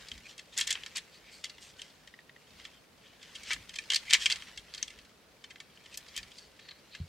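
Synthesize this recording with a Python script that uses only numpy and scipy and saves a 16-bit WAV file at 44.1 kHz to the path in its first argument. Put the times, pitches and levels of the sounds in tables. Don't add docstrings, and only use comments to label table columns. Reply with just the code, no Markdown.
import sys
import numpy as np
from scipy import signal
from scipy.fft import rfft, irfft
from scipy.io import wavfile
from scipy.ndimage import uniform_filter1d

SR = 44100
rng = np.random.default_rng(int(sys.argv[2]) if len(sys.argv) > 2 else 0)


def int16_out(signal):
    q = np.round(np.clip(np.atleast_2d(signal).T, -1, 1) * 32767)
    wavfile.write(sys.argv[1], SR, q.astype(np.int16))


N = 312436
TIME = np.arange(N) / SR


def amp(db):
    return 10 ** (np.asarray(db) / 20)


def unit(x):
    return x / np.sqrt(np.mean(x ** 2) + 1e-20)


def read(points, hz):
    f, value = np.transpose(points)
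    return np.interp(np.log(hz + 1), np.log(f + 1), value)


def add(mix, s, sound):
    part = mix[:, max(round(s * SR), 0):][:, :sound.shape[1]]
    part += sound[:, :part.shape[1]]


def colour(x, points):
    hz = np.fft.rfftfreq(x.shape[-1], 1 / SR)
    return irfft(rfft(x) * amp(read(points, hz)), x.shape[-1])


def causal(gain):
    log_gain = np.log(gain + 1e-9)
    circle = np.concatenate([log_gain, log_gain[-2:0:-1]])
    return np.exp(np.conj(signal.hilbert(circle)))[:len(gain)]


def spread(mid, side, width_db, corner_hz=4800):
    hz = np.fft.rfftfreq(len(mid), 1 / SR)
    width = amp(width_db) * np.minimum((hz / corner_hz) ** 1.3, 1.45)
    apart = irfft(rfft(side) * width, len(mid))
    return np.array([mid + apart, mid - apart])


# f/Hz, relative level/dB
SHELL_SPECTRUM = [(60, -45.5), (480, -17), (750, -20), (1050, -11), (1450, -7.5), (1780, 3.5), (2250, 2.5),
                  (3100, 5.5), (4400, 1.5), (6200, -2.5), (8200, -7), (9800, -19), (12500, -27.5),
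                  (16000, -43)]


def radiated(hz, tilt_db, note_hz, note_db, pivot_hz=4000, lowest_hz=1500, highest_hz=10500, note_share=0.095):
    tilt = tilt_db * np.log2(np.clip(hz, lowest_hz, highest_hz) / pivot_hz)
    note = note_db / (1 + ((hz / note_hz - 1) / note_share) ** 2)
    return amp(read(SHELL_SPECTRUM, hz) + tilt + note)


# f/Hz, relative level/dB
SHELL_MODES = [(1760, -3.5), (2070, -2), (2250, -1.5), (2670, -9), (2820, -21.5), (3210, 1), (3500, -4.5),
               (3930, -4), (4515, -0.5), (5570, -2.5), (7860, -6)]


def shell_ring(t, modes_db=-12, crack_db=5, crack_t60=0.012, dense_t60=0.1,
               mode_t60=0.065, mode_hz=2200, scatter_db=4, detune_share=0.0099):
    hz, db = np.transpose(SHELL_MODES)[:, :, None]
    weight, phase, detune = rng.standard_normal((3, len(hz), 1))
    hz = hz * (1 + detune_share * detune)
    t60 = mode_t60 * np.sqrt(mode_hz / hz)
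    decay = amp(db + scatter_db * weight - 60 * t / t60)
    modes = decay * np.sin(2 * np.pi * (hz * t + phase))
    crack = amp(crack_db - 60 * t / crack_t60)
    dense = .5 * amp(-60 * t / dense_t60)
    return rng.standard_normal(len(t)) * (crack + dense) + amp(modes_db) * modes.sum(0)


def click(db, tilt_db, note_hz, note_db, chatter_s, size=4096, slips_per_s=2500, first_s=0.0047,
          dispersion=0.0702, slip_db=2, fade_s=0.0084, kept=0.41):
    t, hz = np.arange(size) / SR, np.fft.rfftfreq(size, 1 / SR)
    swell = np.sin(np.pi * np.minimum(t / (chatter_s + 1e-9), 1))
    slips = amp(slip_db) * swell * rng.standard_normal(size) * (rng.random(size) < slips_per_s / SR)
    slips[0] = 1
    rings = np.array([shell_ring(t), shell_ring(t)])
    rings[0, 0] += abs(rings[0]).max()
    blow = rfft(signal.fftconvolve(rings, slips[None], axes=1)[:, :size])
    blow /= np.sqrt(uniform_filter1d(abs(blow[0]) ** 2, size=70) + 1e-12)
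    blow *= np.exp(-2j * np.pi * dispersion * np.sqrt(hz))
    early = irfft(blow * causal(radiated(hz, tilt_db, note_hz, note_db)))
    late = irfft(blow * causal(radiated(hz, kept * tilt_db, note_hz, kept * note_db)))
    local = np.exp(-(np.maximum(t - chatter_s, 0) / fade_s) ** 2)
    ending = np.cos(np.pi / 2 * np.minimum(t / t[-1], 1)) ** 2
    mid, side = ending * (local * early + (1 - local) * late)
    attack_rms = np.sqrt(np.mean(mid[t < first_s + chatter_s] ** 2))
    return amp(db) / attack_rms * spread(mid, side, width_db=-13.0)


# f/Hz of the own note, its peak level/dB above the shell spectrum
LEG = (1340, 8.4)
BODY = (2080, 2.9)
PANEL = (2285, 16.5)
CHEST = (2600, 9.2)
FLAP = (3020, 13.4)
HINGE = (3190, 4.6)
JOINT = (3146, 15.2)
ARM = (4200, 17.2)
PEG = (4560, 11.6)
TAB = (6120, 17.5)
PIN = (7250, 10.4)
LATCH = (13700, 19)
# t/s, relative level/dB, brightness/dB per octave, part, chatter length/s
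CONTACTS = [ (0.085, -44.5, 4, PEG, 0.0011), (0.1159, -36.5, 0, JOINT, 0),
            (0.1774, -51.5, 1.5, BODY, 0.002), (0.3793, -46.5, 6.5, HINGE, 0),
            (0.3905, -45, 0, BODY, 0.0065), (0.5757, -29.5, 9, PIN, 0.0013),
            (0.585, -31.5, 13.5, HINGE, 0.0025), (0.5885, -35, -2, CHEST, 0.0059),
            (0.601, -35.5, 21, PIN, 0.001), (0.6093, -26.5, 4, HINGE, 0.0036),
            (0.67, -35.5, 1.5, PIN, 0.0053), (0.675, -34, 10, HINGE, 0.0028),
            (0.7055, -28.5, 8.5, JOINT, 0.00025), (0.7078, -31, 8, HINGE, 0.003),
            (0.7265, -30, 4.5, PIN, 0), (0.7533, -35, -7, FLAP, 0), (0.834, -39.5, -2, FLAP, 0),
            (0.862, -39.5, 0.5, BODY, 0.00081), (0.955, -38, 7, PEG, 0.0079),
            (0.9674, -36, 10, HINGE, 0.0037), (0.978, -38, 6, HINGE, 0.005),
            (1.4395, -40.5, -1.5, PEG, 0.0029), (1.4417, -35.5, 2.5, BODY, 0.0018),
            (1.4536, -42, 4, JOINT, 0), (1.495, -46, 0.5, PEG, 0.0042), (1.581, -53, -4.5, BODY, 0.0033),
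            (1.791, -49, -0.5, JOINT, 0.01), (1.817, -40, 5.5, FLAP, 0.00019),
            (2.0742, -50, 1, HINGE, 0.00079), (2.597, -50.5, -3.5, CHEST, 0.002),
            (2.65, -43, -2, FLAP, 0.0028), (3.227, -51.5, 1.5, BODY, 0.0035),
            (3.348, -44.5, 4, FLAP, 0.016), (3.432, -47.5, 8, PANEL, 0.0062),
            (3.5061, -32, -9, BODY, 0.00043), (3.51, -32, -5, BODY, 0.003), (3.519, -33, -4, PANEL, 0.0058),
            (3.5324, -32, 10, FLAP, 0), (3.561, -45, -14, BODY, 0.0014), (3.693, -44, 2.5, HINGE, 0.0025),
            (3.734, -48.5, 0.5, BODY, 0.012), (3.7558, -40.5, 3, HINGE, 0.008),
            (3.7853, -33.5, 1, PANEL, 0.0044), (3.901, -25.5, 2.5, JOINT, 0.0025),
            (3.916, -30.5, 0, HINGE, 0.0083), (3.9337, -28, 1.5, HINGE, 0.00044),
            (3.943, -27, 5.5, PEG, 0.0051), (3.957, -26, 5, PEG, 0.0036), (3.9626, -25, 3, PEG, 0),
            (4.0966, -37, 1, HINGE, 0.008), (4.1074, -26, 1, HINGE, 0), (4.1276, -24.5, -2.5, HINGE, 0),
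            (4.1336, -14.5, 4.5, CHEST, 0), (4.14, -19.5, 1, CHEST, 0.0017),
            (4.1474, -22.5, -3, PANEL, 0.0015), (4.2578, -21.5, 3, FLAP, 0.00097),
            (4.261, -24, 0, PANEL, 0.0019), (4.299, -30, 0, HINGE, 0.0036),
            (4.306, -29, 2.5, JOINT, 0.0026), (4.3159, -30, 0, HINGE, 0.00061),
            (4.321, -27, 2, PEG, 0.0051), (4.358, -39.5, 0.5, BODY, 0.00022),
            (4.4215, -42.5, -6.5, HINGE, 0.00082), (4.574, -40.5, 1.5, HINGE, 0.0033),
            (4.7382, -40.5, 0.5, PEG, 0), (4.747, -39.5, 3.5, HINGE, 0.00095),
            (4.7756, -44, 1.5, PEG, 0.008), (4.8273, -27.5, 2.5, TAB, 0), (4.878, -44.5, 5, JOINT, 0.0039),
            (4.902, -50.5, 3, PANEL, 0.0056), (4.987, -51.5, -1.5, HINGE, 0.0013),
            (5.44, -45.5, -2, HINGE, 0.005), (5.501, -50, -2.5, BODY, 0.012),
            (5.5578, -49, -7, BODY, 0.0007), (5.6015, -44.5, -1.5, BODY, 0.0043),
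            (5.7735, -54, -3.5, FLAP, 0.00068), (5.858, -51.5, -2, HINGE, 0.006),
            (5.9424, -45.5, 8, PEG, 0), (5.973, -38.5, 10, LATCH, 0.0037), (6.082, -52.5, 4, PEG, 0.0052),
            (6.1642, -36.5, 12.5, JOINT, 0), (6.176, -34.5, 2, LATCH, 0.0022),
            (6.2294, -46.5, -0.5, PEG, 0.0012), (6.315, -52.5, 2, JOINT, 0.0037),
            (6.379, -49, 4, PEG, 0.01), (6.591, -53.5, -3.5, BODY, 0.008), (6.683, -48, -5, ARM, 0.0088),
            (6.706, -49.5, -6.5, ARM, 0.014), (6.9474, -44, -4.5, BODY, 0.0072)]


def clicks(gain_db=0.5):
    out = np.zeros((2, N))
    for s, db, tilt_db, part, chatter_s in CONTACTS:
        add(out, s, click(db, tilt_db, *part, chatter_s))
    return amp(gain_db) * out


def friction(count, grains_per_s, spread_db, patchy_db=3.5):
    grains = rng.standard_normal(count) * amp(spread_db * np.minimum(rng.exponential(1, count), 3.5))
    grains *= rng.random(count) < grains_per_s / SR
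    z = signal.stft(np.pad(grains, (0, 512)), nperseg=512, noverlap=384)[2]
    patches = uniform_filter1d(rng.standard_normal(z.shape), size=3, axis=0)
    patches = uniform_filter1d(patches, size=12, axis=1)
    return unit(signal.istft(z * amp(patchy_db * unit(patches)), noverlap=384)[1][:count])


# start t/s, strongest t/s, end t/s, relative level/dB, brightness/dB per octave, part
SLIDES = [ (0.24, 0.269, 0.28, -48.5, 2, PANEL), (0.27, 0.295, 0.35, -49.5, 3, HINGE),
          (0.519, 0.537, 0.59, -51.5, 2, HINGE), (0.563, 0.584, 0.66, -33.5, 2, LEG),
          (0.663, 0.718, 0.73, -33.5, -0.5, BODY), (0.732, 0.757, 0.84, -45.5, -9, CHEST),
          (0.949, 0.969, 1, -37.5, -6, BODY), (1.112, 1.144, 1.21, -56.5, 1.5, PEG),
          (1.22, 1.303, 1.41, -54.5, -2, PANEL), (1.306, 1.33, 1.45, -54, 10, PEG),
          (1.6, 1.628, 1.735, -52, 7, HINGE), (1.784, 1.787, 1.97, -55, 1.5, HINGE),
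          (2.72, 2.742, 2.8, -59.5, -1, JOINT), (2.98, 3.056, 3.22, -60.5, -3, HINGE),
          (3.205, 3.218, 3.42, -55, -1, HINGE), (3.441, 3.537, 3.556, -36.5, 0, LEG),
          (3.9, 3.948, 3.95, -36.5, -2, BODY), (4.055, 4.12, 4.17, -39, -1, PANEL),
          (4.132, 4.158, 4.18, -29, -3, PANEL), (4.189, 4.227, 4.28, -34, 3, HINGE),
          (4.466, 4.483, 4.51, -49.5, -4, BODY), (5.904, 5.963, 5.96, -47, 2, CHEST),
          (6.141, 6.186, 6.21, -41.5, -1, HINGE), (6.31, 6.393, 6.5, -56.5, 6, PEG),
          (6.579, 6.656, 6.82, -57.5, -7, ARM), (6.9, 6.944, 7.05, -52.5, -4.5, ARM)]


def slides(grains_per_s=7000, spread_db=2.0):
    out = np.zeros((2, N))
    for start, top, end, db, tilt_db, part in SLIDES:
        t = np.arange(start, max(end, start + .01), 1 / SR)
        hz = np.fft.rfftfreq(len(t), 1 / SR)
        grit = np.array([friction(len(t), grains_per_s, spread_db) for _ in range(2)])
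        mid, side = unit(irfft(rfft(grit) * radiated(hz, tilt_db, *part), len(t)))
        swell = np.interp(t, [start, top, end], [0, 1, 0])
        add(out, start, amp(db) * swell * spread(mid, side, width_db=-16))
    return out


# t/s, relative level/dB
RATCHET_TEETH = [(2.0747, -46), (2.139, -42.5), (2.1895, -43), (2.294, -41), (2.362, -45.5)]
# f/Hz, relative level/dB, t60/s
PAWL_MODES = [(1903, 1.5, 0.027), (2900, -9, 0.014), (3600, -9, 0.018)]


def ratchet(rise_s=0.00087, shell_db=-13):
    out, t = np.zeros((2, N)), np.arange(SR // 10) / SR
    pawl = sum(amp(db - 60 * t / t60) * np.sin(2 * np.pi * hz * t) for hz, db, t60 in PAWL_MODES)
    pawl *= 1 - np.exp(-t / rise_s)
    for s, db in RATCHET_TEETH:
        add(out, s, amp(db) * pawl[None])
        add(out, s, click(db + shell_db, -11, *BODY, 0))
    return out


# t/s, level/dB, taken relative to the usual effort
EFFORT = [(0, -54), (0.2, -59.5), (0.48, -66), (0.6, -54.5), (0.8, -55), (1.08, -62.5), (1.87, -62),
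          (2.3, -72), (2.63, -57.5), (2.88, -73), (3.18, -65.5), (3.4, -53.5), (3.65, -58.5), (4.3, -49),
          (4.64, -61.5), (4.8, -54.5), (5.2, -70.5), (5.7, -66), (6.15, -57), (6.5, -65.5), (7.08, -64.5)]


def effort(share=1, usual_db=-60):
    return amp(share * (np.interp(TIME, *np.transpose(EFFORT)) - usual_db))


def loose_parts(level_db=-61, ticks_per_s=20, spread_db=1.2, tilt_db=1.0, chatter_s=0.0093,
                effort_share=0.7, count=240):
    out, push = np.zeros((2, N)), effort(effort_share)
    parts = [BODY, PANEL, HINGE, JOINT, PEG]
    slot_s = N / SR / count
    for k, (place, chance, size, drag) in enumerate(rng.random((count, 4))):
        at = int((k + place) / count * N)
        if chance < ticks_per_s * push[at] * slot_s:
            db = level_db + spread_db * min(-np.log(1 - size), 2.5)
            tick = click(db, tilt_db, *parts[k % len(parts)], drag * chatter_s)
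            add(out, at / SR, push[at] * tick)
    return out


# f/Hz, relative level/dB
RUB_COLOUR = [(500, -11), (1200, -2), (1900, 3.5), (3200, 2), (4600, 0), (7500, -8.5), (10000, -14),
              (16000, -25)]
# f/Hz, relative level/dB
PALM_COLOUR = [(200, -34), (440, 1), (620, -2.5), (1000, -32), (3000, -47.5)]


def fingers(rub_db=-60.5, grains_per_s=7000, spread_db=2.5, palm_db=-73):
    mid, side = (unit(colour(friction(N, grains_per_s, spread_db), RUB_COLOUR)) for _ in range(2))
    palms = amp(palm_db) * unit(colour(friction(N, grains_per_s, spread_db), PALM_COLOUR))
    return amp(rub_db) * effort() * spread(mid, side, width_db=-6.5) + palms


# f/Hz, relative level/dB
RUMBLE_COLOUR = [(20, -21.5), (38, -5), (52, -0.5), (75, -7), (120, -11), (200, -11), (400, -22.5),
                 (1000, -42.5)]
# t/s, peak level/dB of the swell
REGRIPS = [(0.11, -58), (2.5, -66), (3.53, -56), (4.56, -65), (4.95, -67), (6.16, -59)]


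def rumble(level_db=-70.0, effort_share=0.63, swell_s=0.027):
    level = amp(level_db) * effort(effort_share)
    for s, db in REGRIPS:
        age = np.maximum(TIME - s, 0) / swell_s
        level = level + amp(db) * age * np.exp(1 - age)
    return level * unit(colour(rng.standard_normal(N), RUMBLE_COLOUR))


# f/Hz, relative level/dB, t60/s
BUMP_MODES = [(52, -24.5, .2), (87, 12, 0.12), (141, 8.5, 0.1), (161, -2.5, 0.17)]


def bump(at_s=7.001, gain_db=-36.5, rise_s=0.0071):
    t = np.maximum(TIME - at_s, 0)
    modes = sum(amp(db - 60 * t / t60) * np.sin(2 * np.pi * hz * t) for hz, db, t60 in BUMP_MODES)
    return amp(gain_db) * modes * (1 - np.exp(-t / rise_s))


def handling():
    low_cut = signal.butter(3, 42, "high", fs=SR, output="sos")
    return signal.sosfilt(low_cut, rumble() + bump())


# f/Hz, t60/s
ROOM_T60 = [(1000, 0.34), (7000, 0.18), (15000, 0.29)]


def room(x, delay_s=0.016):
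    taps = rng.standard_normal((2, SR // 2))
    hz, t, z = signal.stft(taps, SR, nperseg=256)
    tail = signal.istft(z * amp(-60 * t / read(ROOM_T60, hz)[:, None]), SR)[1]
    tail *= np.arange(tail.shape[1]) / SR > delay_s
    return signal.fftconvolve(x.mean(0)[None], tail / np.linalg.norm(tail[0]), axes=1)[:, :N]


# f/Hz, relative level/dB
AIR_COLOUR = [(25, -36), (45, -15), (185, -3), (300, -7.5), (480, -8), (750, -11), (5000, -18.5),
              (6560, -23.5), (16000, -30)]
# f/Hz, correlation (1 = identical)
AIR_LIKENESS = [(60, 0.89), (150, 0.71), (350, 0.58), (2000, 0.32), (5000, 0.099), (12000, .2)]


def air(level_db=-62):
    left, other = rfft(rng.standard_normal((2, N)))
    same = np.clip(read(AIR_LIKENESS, np.fft.rfftfreq(N, 1 / SR)), -1, 1)
    right = same * left + np.sqrt(1 - same ** 2) * other
    pair = irfft(np.array([left, right]), N)
    return amp(level_db) * unit(colour(pair, AIR_COLOUR))


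def scene(room_db=-20, left_db=0.3):
    toy = clicks() + slides() + ratchet() + loose_parts() + fingers()
    toy = toy * amp([[left_db], [-left_db]])
    return toy + amp(room_db) * room(toy) + handling() + air()


def record(dry, edge_hz=15900):
    low_pass = signal.firwin(511, edge_hz, window=("kaiser", 9), fs=SR)
    return signal.oaconvolve(dry, low_pass[None], "same")


dry = scene()
out = record(dry)
int16_out(out)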